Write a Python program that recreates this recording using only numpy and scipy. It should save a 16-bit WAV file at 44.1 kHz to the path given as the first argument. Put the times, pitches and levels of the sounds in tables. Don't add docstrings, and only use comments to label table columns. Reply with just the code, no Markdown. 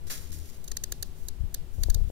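import sys
import numpy as np
from scipy import signal
from scipy.fft import rfft, irfft
from scipy.io import wavfile

SR = 44100
rng = np.random.default_rng(int(sys.argv[2]) if len(sys.argv) > 2 else 0)


def level_to_linear(level):
    exponent = np.asarray(level, float) / 20
    return 10 ** exponent


def wrap_up_sound(samples):
    columns = np.atleast_2d(samples).T
    tamed = np.clip(columns, -1, 1)
    steps = np.round(tamed * 32767).astype(np.int16)
    wavfile.write(sys.argv[1], SR, steps)


N = 93315

# f/Hz, level/dB per Hz
ROOM_SPECTRUM = [(20, -6), (60, 3), (110, -10), (200, -15.5), (450, -20), (1100, -29.5), (4500, -36.5)]
# f/Hz, correlation/1
ROOM_LIKENESS = [(60, 0.72), (240, 0.86), (950, 0.13), (3770, 0.11), (15000, -0.23)]
# f/Hz, width/Hz, level/dB
ROOM_MODES = [(150.5, 11.2, -58), (241, 30, -66), (374.2, 20.6, -66)]
# f/Hz, level/dB per Hz
HISS_SPECTRUM = [(1000, -2), (3000, 33.5), (5000, 27), (7000, -51), (11000, 2), (16000, -17.5)]
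ROOM_DB, HISS_DB, HISS_RIGHT_DB, HISS_PATCH_DB = -48.5, -70, -2.5, 2

# t/s, level/dB
GUST_LEVEL = [(0, -43), (.3, -37.5), (.5, -43), (.7, -39), (.85, -40.5), (1.1, -38.5), (1.4, -37.5),
              (1.72, -40.5), (1.8, -26.5), (2.05, -27.5), (2.2, -58)]
GUST_CUT_HZ, GUST_LUMPS_DB = 47.3, 0.06
SWAY_DB, SWAY_HZ = -35, 6.7

# t/s, level/dB
SHUDDER_LEVEL = [
    (.04, -42),
    (.07, -31.5),
    (.12, -65),
    (.27, -42),
    (.31, -35),
    (.44, -36),
    (.49, -49),
]
SHUDDER_ORDERS_DB = [0.5, -15.5, -22, -19.5]
SHUDDER_HZ = 77.4

# t/s, level/dB
RUB_STROKES = [
    [(.064, -80), (.07, -51), (.094, -54), (.099, -42), (.108, -38), (.135, -40), (.16, -46), (.2, -52),
     (.31, -61)],
    [(.316, -70), (.319, -49), (.345, -49), (.36, -55), (.44, -59), (.495, -54), (.515, -60), (.55, -58),
     (.58, -70)],
]
# f/Hz, level/dB per Hz
RUB_SPECTRUM = [(300, -7), (900, -7.5), (1600, -7), (3000, -8), (6000, -1), (12000, 4.5), (16000, -1)]
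RUB_LOW_DB = [5, -0.5]
RUB_GAIN_DB, RUB_GRAIN_DB = 3.5, 3.0
RUB_FLICKER_DB, RUB_FLICKER_HZ = 1.6, 90

# t/s, peak/dB, length/s, flesh/dB, edge/dB
FIRST_BITE = (.098, -35, .004, 12, -3)
# t/s, peak/dB, length/s, flesh/dB, edge/dB
SLIPS = [(0.6397, -43.5, 0.0065, -6, 7), (0.6758, -33.5, 0.0079, -1, 0), (0.7141, -25.5, 0.0054, 0, -4),
         (0.7668, -22.5, 0.0052, 1.5, -1.5), (0.836, -21.5, 0.0049, 1, -1.5),
         (0.9194, -22, 0.0051, 1.5, 2.5), (1.0242, -22.5, 0.0063, -1.5, 1), (1.283, -27, 0.0048, -5.5, 2.5),
         (1.5419, -22.5, 0.0053, -3.5, 2), (1.8327, -21, 0.0045, 1, -1), (1.8981, -25, 0.0052, -2, -0.5),
         (1.9433, -22, 0.0052, -8.5, -2.5)]
# f/Hz, width/Hz, level/dB
FLESH_MODES = [(390, 216, -8), (1100, 430, -13.5), (1730, 198, -6.5), (2912, 187, -9.5)]
BLADE_MODES = [(3800, 310, -6), (4463, 252, -1.5), (5090, 480, -7), (6370, 610, -0.5), (8660, 610, -4)]
EDGE_MODES = [(10790, 2180, -2), (13270, 1570, 2), (14100, 1480, 2)]
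SLIP_RISE_S, SLIP_FALL_S = .0015, .0007
SLIP_GAIN_DB, SLIP_GRAIN_DB = 1, 3
FIBRES_PER_S, FIBRES_SHARED = 14000, .45

# t/s, peak/dB
SNAPS = [
    (0.218, -39),
    (0.243, -37),
    (0.3414, -33),
    (0.3897, -34.5),
    (0.4004, -35.5),
    (0.4224, -58),
    (0.4577, -38),
    (0.5003, -34.5),
]
# t/s, level/dB
CONTACT_LEVEL = [(.55, -57.5), (.66, -61.5), (1.06, -60), (1.13, -65), (1.17, -55.5), (1.28, -57.5),
                 (1.33, -91), (1.5, -73), (1.56, -68), (1.62, -97), (1.74, -59), (1.8, -57), (1.96, -58.5),
                 (2.05, -63.5), (2.08, -57.5), (2.2, -64)]
CONTACT_CUT_HZ = 7500

# t/s, level/dB, f/Hz
PUFFS = [(0.923, -27, 46.4), (1.014, -37.5, 90.5), (1.411, -15.5, 53.6), (1.441, -18, 76),
         (1.455, -22.5, 37.7), (1.792, -12.5, 52), (1.819, -17, 45.7), (1.867, -17, 45.6),
         (1.901, -9.5, 39.8), (1.962, -11.5, 52), (1.987, -15, 47), (2.02, -11.5, 45), (2.053, -18, 47.5),
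         (2.077, -22, 65)]
PUFF_CYCLES, PUFF_SUCK_SPEED = 0.43, 1.384
# t/s, level/dB
TAPS = [(2.1, -37.5), (1.885, -31), (1.951, -40.5), (1.971, -37.5), (1.783, -43.5), (2, -62), (2.005, -46),
        (2.1, -43.5)]
TAP_HZ, TAP_WIDTH_HZ, TAP_S = 430, 590, .0004

# f/Hz, width/Hz, level/dB
LEFT_CAVITY = [(4970, 400, -0.5), (6240, 400, 8)]
LEFT_LAG_S, LEFT_CUT_HZ, LEFT_DB = .00048, 5660, 2.5
ECHO_DB, ECHO_DELAY_S, ECHO_T60_S, ECHO_HZ = -40.5, 0.0052, 0.29, 4220
CUTOFF_HZ, FADE_S = 16050, .012


def in_time(rows):
    s, v = np.transpose(rows)
    return np.interp(np.arange(N) / SR, s, v, left=-120, right=-120)


def at_hz(points, hz):
    f, v = np.transpose(points)
    return np.interp(np.log(hz), np.log(f), v)


def bins_hz():
    return np.maximum(np.arange(N // 2 + 1) * SR / N, 10)


def rms_one(x):
    return x / np.sqrt(np.mean(x ** 2) + 1e-20)


def cut(x, hz, kind, order=2):
    return signal.sosfilt(signal.butter(order, hz, kind, fs=SR, output="sos"), x)


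def drift(rate_hz):
    r = np.exp(-2 * np.pi * rate_hz / SR)
    walk = signal.lfilter([1], [1, -2 * r, r * r], rng.standard_normal(N + SR))
    return rms_one(walk[SR:])


def slow_air(low_hz, high_hz, order):
    low = cut(rng.standard_normal(N + SR), high_hz, "low", order)
    return rms_one(cut(low, low_hz, "high")[SR:])


def resonate(x, peaks):
    out = 0
    for k, (hz, width_hz, db) in enumerate(peaks):
        r = np.exp(-np.pi * width_hz / SR)
        b = (1 - r * r) / 2 * level_to_linear(db) * (-1) ** k
        poles = [1, -2 * r * np.cos(2 * np.pi * hz / SR), r * r]
        out = out + signal.lfilter([b, 0, -b], poles, x + 1e-18)
    return out


def colour(x, points):
    return irfft(rfft(x) * level_to_linear(at_hz(points, bins_hz())), N)


def grains(spread_db):
    sizes = level_to_linear(spread_db * np.minimum(rng.exponential(1, (2, N)), 4))
    signed = sizes * rng.choice([-1, 1], (2, N))
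    own, right = signed * (rng.random((2, N)) < FIBRES_PER_S / SR)
    left = np.sqrt(FIBRES_SHARED) * right + np.sqrt(1 - FIBRES_SHARED) * own
    return rms_one(np.array([left, right]))


def room_tone():
    mid, side = rfft(colour(rng.standard_normal((2, N)), ROOM_SPECTRUM))
    alike = np.clip(at_hz(ROOM_LIKENESS, bins_hz()), -1, 1)
    hum = irfft(np.sqrt(1 + alike) * mid + np.sqrt(1 - alike) * side * [[1], [-1]], N)
    modes = np.zeros(N)
    for hz, width_hz, db in ROOM_MODES:
        modes += level_to_linear(db) * rms_one(resonate(rng.standard_normal(N), [(hz, width_hz, 0)]))
    hiss = rms_one(colour(rng.standard_normal((2, N)), HISS_SPECTRUM))
    hiss = hiss * level_to_linear(HISS_DB + HISS_PATCH_DB * drift(18)) * level_to_linear(np.array([[0], [HISS_RIGHT_DB]]))
    return level_to_linear(ROOM_DB) * rms_one(hum) + modes + hiss


def gusts():
    gust = slow_air(9.6, GUST_CUT_HZ, order=3)
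    sway = level_to_linear(SWAY_DB) * slow_air(2.9, SWAY_HZ, order=2)
    return gust * level_to_linear(in_time(GUST_LEVEL) + GUST_LUMPS_DB * drift(20)) + sway


def shudder():
    phase = 2 * np.pi * np.cumsum(SHUDDER_HZ * (1 + 0.034 * drift(23))) / SR
    tone = sum(level_to_linear(db) * np.sin((k + 1) * phase) for k, db in enumerate(SHUDDER_ORDERS_DB))
    return tone * level_to_linear(in_time(SHUDDER_LEVEL))


def rubs():
    flicker_db = RUB_FLICKER_DB * drift(RUB_FLICKER_HZ)
    grain = rms_one(colour(grains(RUB_GRAIN_DB), RUB_SPECTRUM)) * level_to_linear(RUB_GAIN_DB + flicker_db)
    low, high = cut(grain, 2800, "low"), cut(grain, 3050, "high")
    out = np.zeros((2, N))
    for stroke, low_db in zip(RUB_STROKES, RUB_LOW_DB):
        out += level_to_linear(in_time(stroke)) * (high - level_to_linear(low_db) * low)
    return out


def slips():
    t, tear = np.arange(N) / SR, grains(SLIP_GRAIN_DB)
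    flesh, blade, edge = np.zeros((3, 2, N))
    for s, db, length_s, flesh_db, edge_db in [FIRST_BITE, *SLIPS]:
        rise = np.clip((t - s) / SLIP_RISE_S, 0, 1)
        fall = np.exp(-np.maximum(t - s - length_s, 0) / SLIP_FALL_S)
        slip = level_to_linear(db + SLIP_GAIN_DB) * rise * fall * tear
        flesh += level_to_linear(flesh_db) * slip
        blade += slip
        edge += level_to_linear(edge_db) * slip
    return resonate(flesh, FLESH_MODES) + resonate(blade, BLADE_MODES) + resonate(edge, EDGE_MODES)


def snaps():
    clicks = np.zeros(N)
    for s, db in SNAPS:
        clicks[int(s * SR)] = level_to_linear(db + 12)
    return cut(clicks, 6700, "high")


def wet_contact():
    fizz = rms_one(cut(grains(0.77), CONTACT_CUT_HZ, "high"))
    return level_to_linear(in_time(CONTACT_LEVEL) + 2.0 * drift(25)) * fizz


def echoes(x):
    r = level_to_linear(-120 / (ECHO_T60_S * SR))
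    energy = signal.lfilter([1 - r], [1, -r], np.roll(x, int(ECHO_DELAY_S * SR)) ** 2)
    tail = resonate(rng.standard_normal((2, N)), [(ECHO_HZ, 1300, 0), (10000, 9000, -15)])
    return level_to_linear(ECHO_DB + 18) * np.sqrt(energy + 1e-18) * rms_one(tail)


def puffs():
    t, out = np.arange(N) / SR, np.zeros(N)
    for s, db, hz in PUFFS:
        turns = (t - s) * hz * np.where(t < s, PUFF_SUCK_SPEED, 1 / PUFF_SUCK_SPEED)
        out += level_to_linear(db - 1.5) * np.sin(2 * np.pi * turns) * np.exp(-(turns / PUFF_CYCLES) ** 2 / 2)
    return out


def taps():
    t, pulses = np.arange(N) / SR, np.zeros(N)
    for s, db in TAPS:
        pulses += level_to_linear(db + 11) * np.exp(-((t - s) / TAP_S) ** 2)
    return cut(resonate(pulses, [(TAP_HZ, TAP_WIDTH_HZ, 0)]), 820, "low", order=4)


def scene():
    tone = room_tone()
    air = gusts() + shudder()
    left, right = rubs() + slips() + snaps() + wet_contact()
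    late = np.interp(np.arange(N) - round(LEFT_LAG_S * SR), np.arange(N), left)
    cavity = sum(resonate(late, [peak]) for peak in LEFT_CAVITY)
    shadowed = level_to_linear(LEFT_DB) * cut(late + cavity, LEFT_CUT_HZ, "low", order=3)
    left = shadowed + air + puffs() + taps()
    return np.array([left, right]) + echoes(right) + tone


def roll_off(x):
    return signal.sosfilt(signal.butter(12, 16800, fs=SR, output="sos"), x)


def record(dry):
    dull = signal.sosfilt(signal.cheby2(10, 30, CUTOFF_HZ, fs=SR, output="sos"), dry)
    mix = dull * np.clip((N - np.arange(N)) / (FADE_S * SR), 0, 1)
    return roll_off(mix)


dry = scene()
out = record(dry)
wrap_up_sound(out)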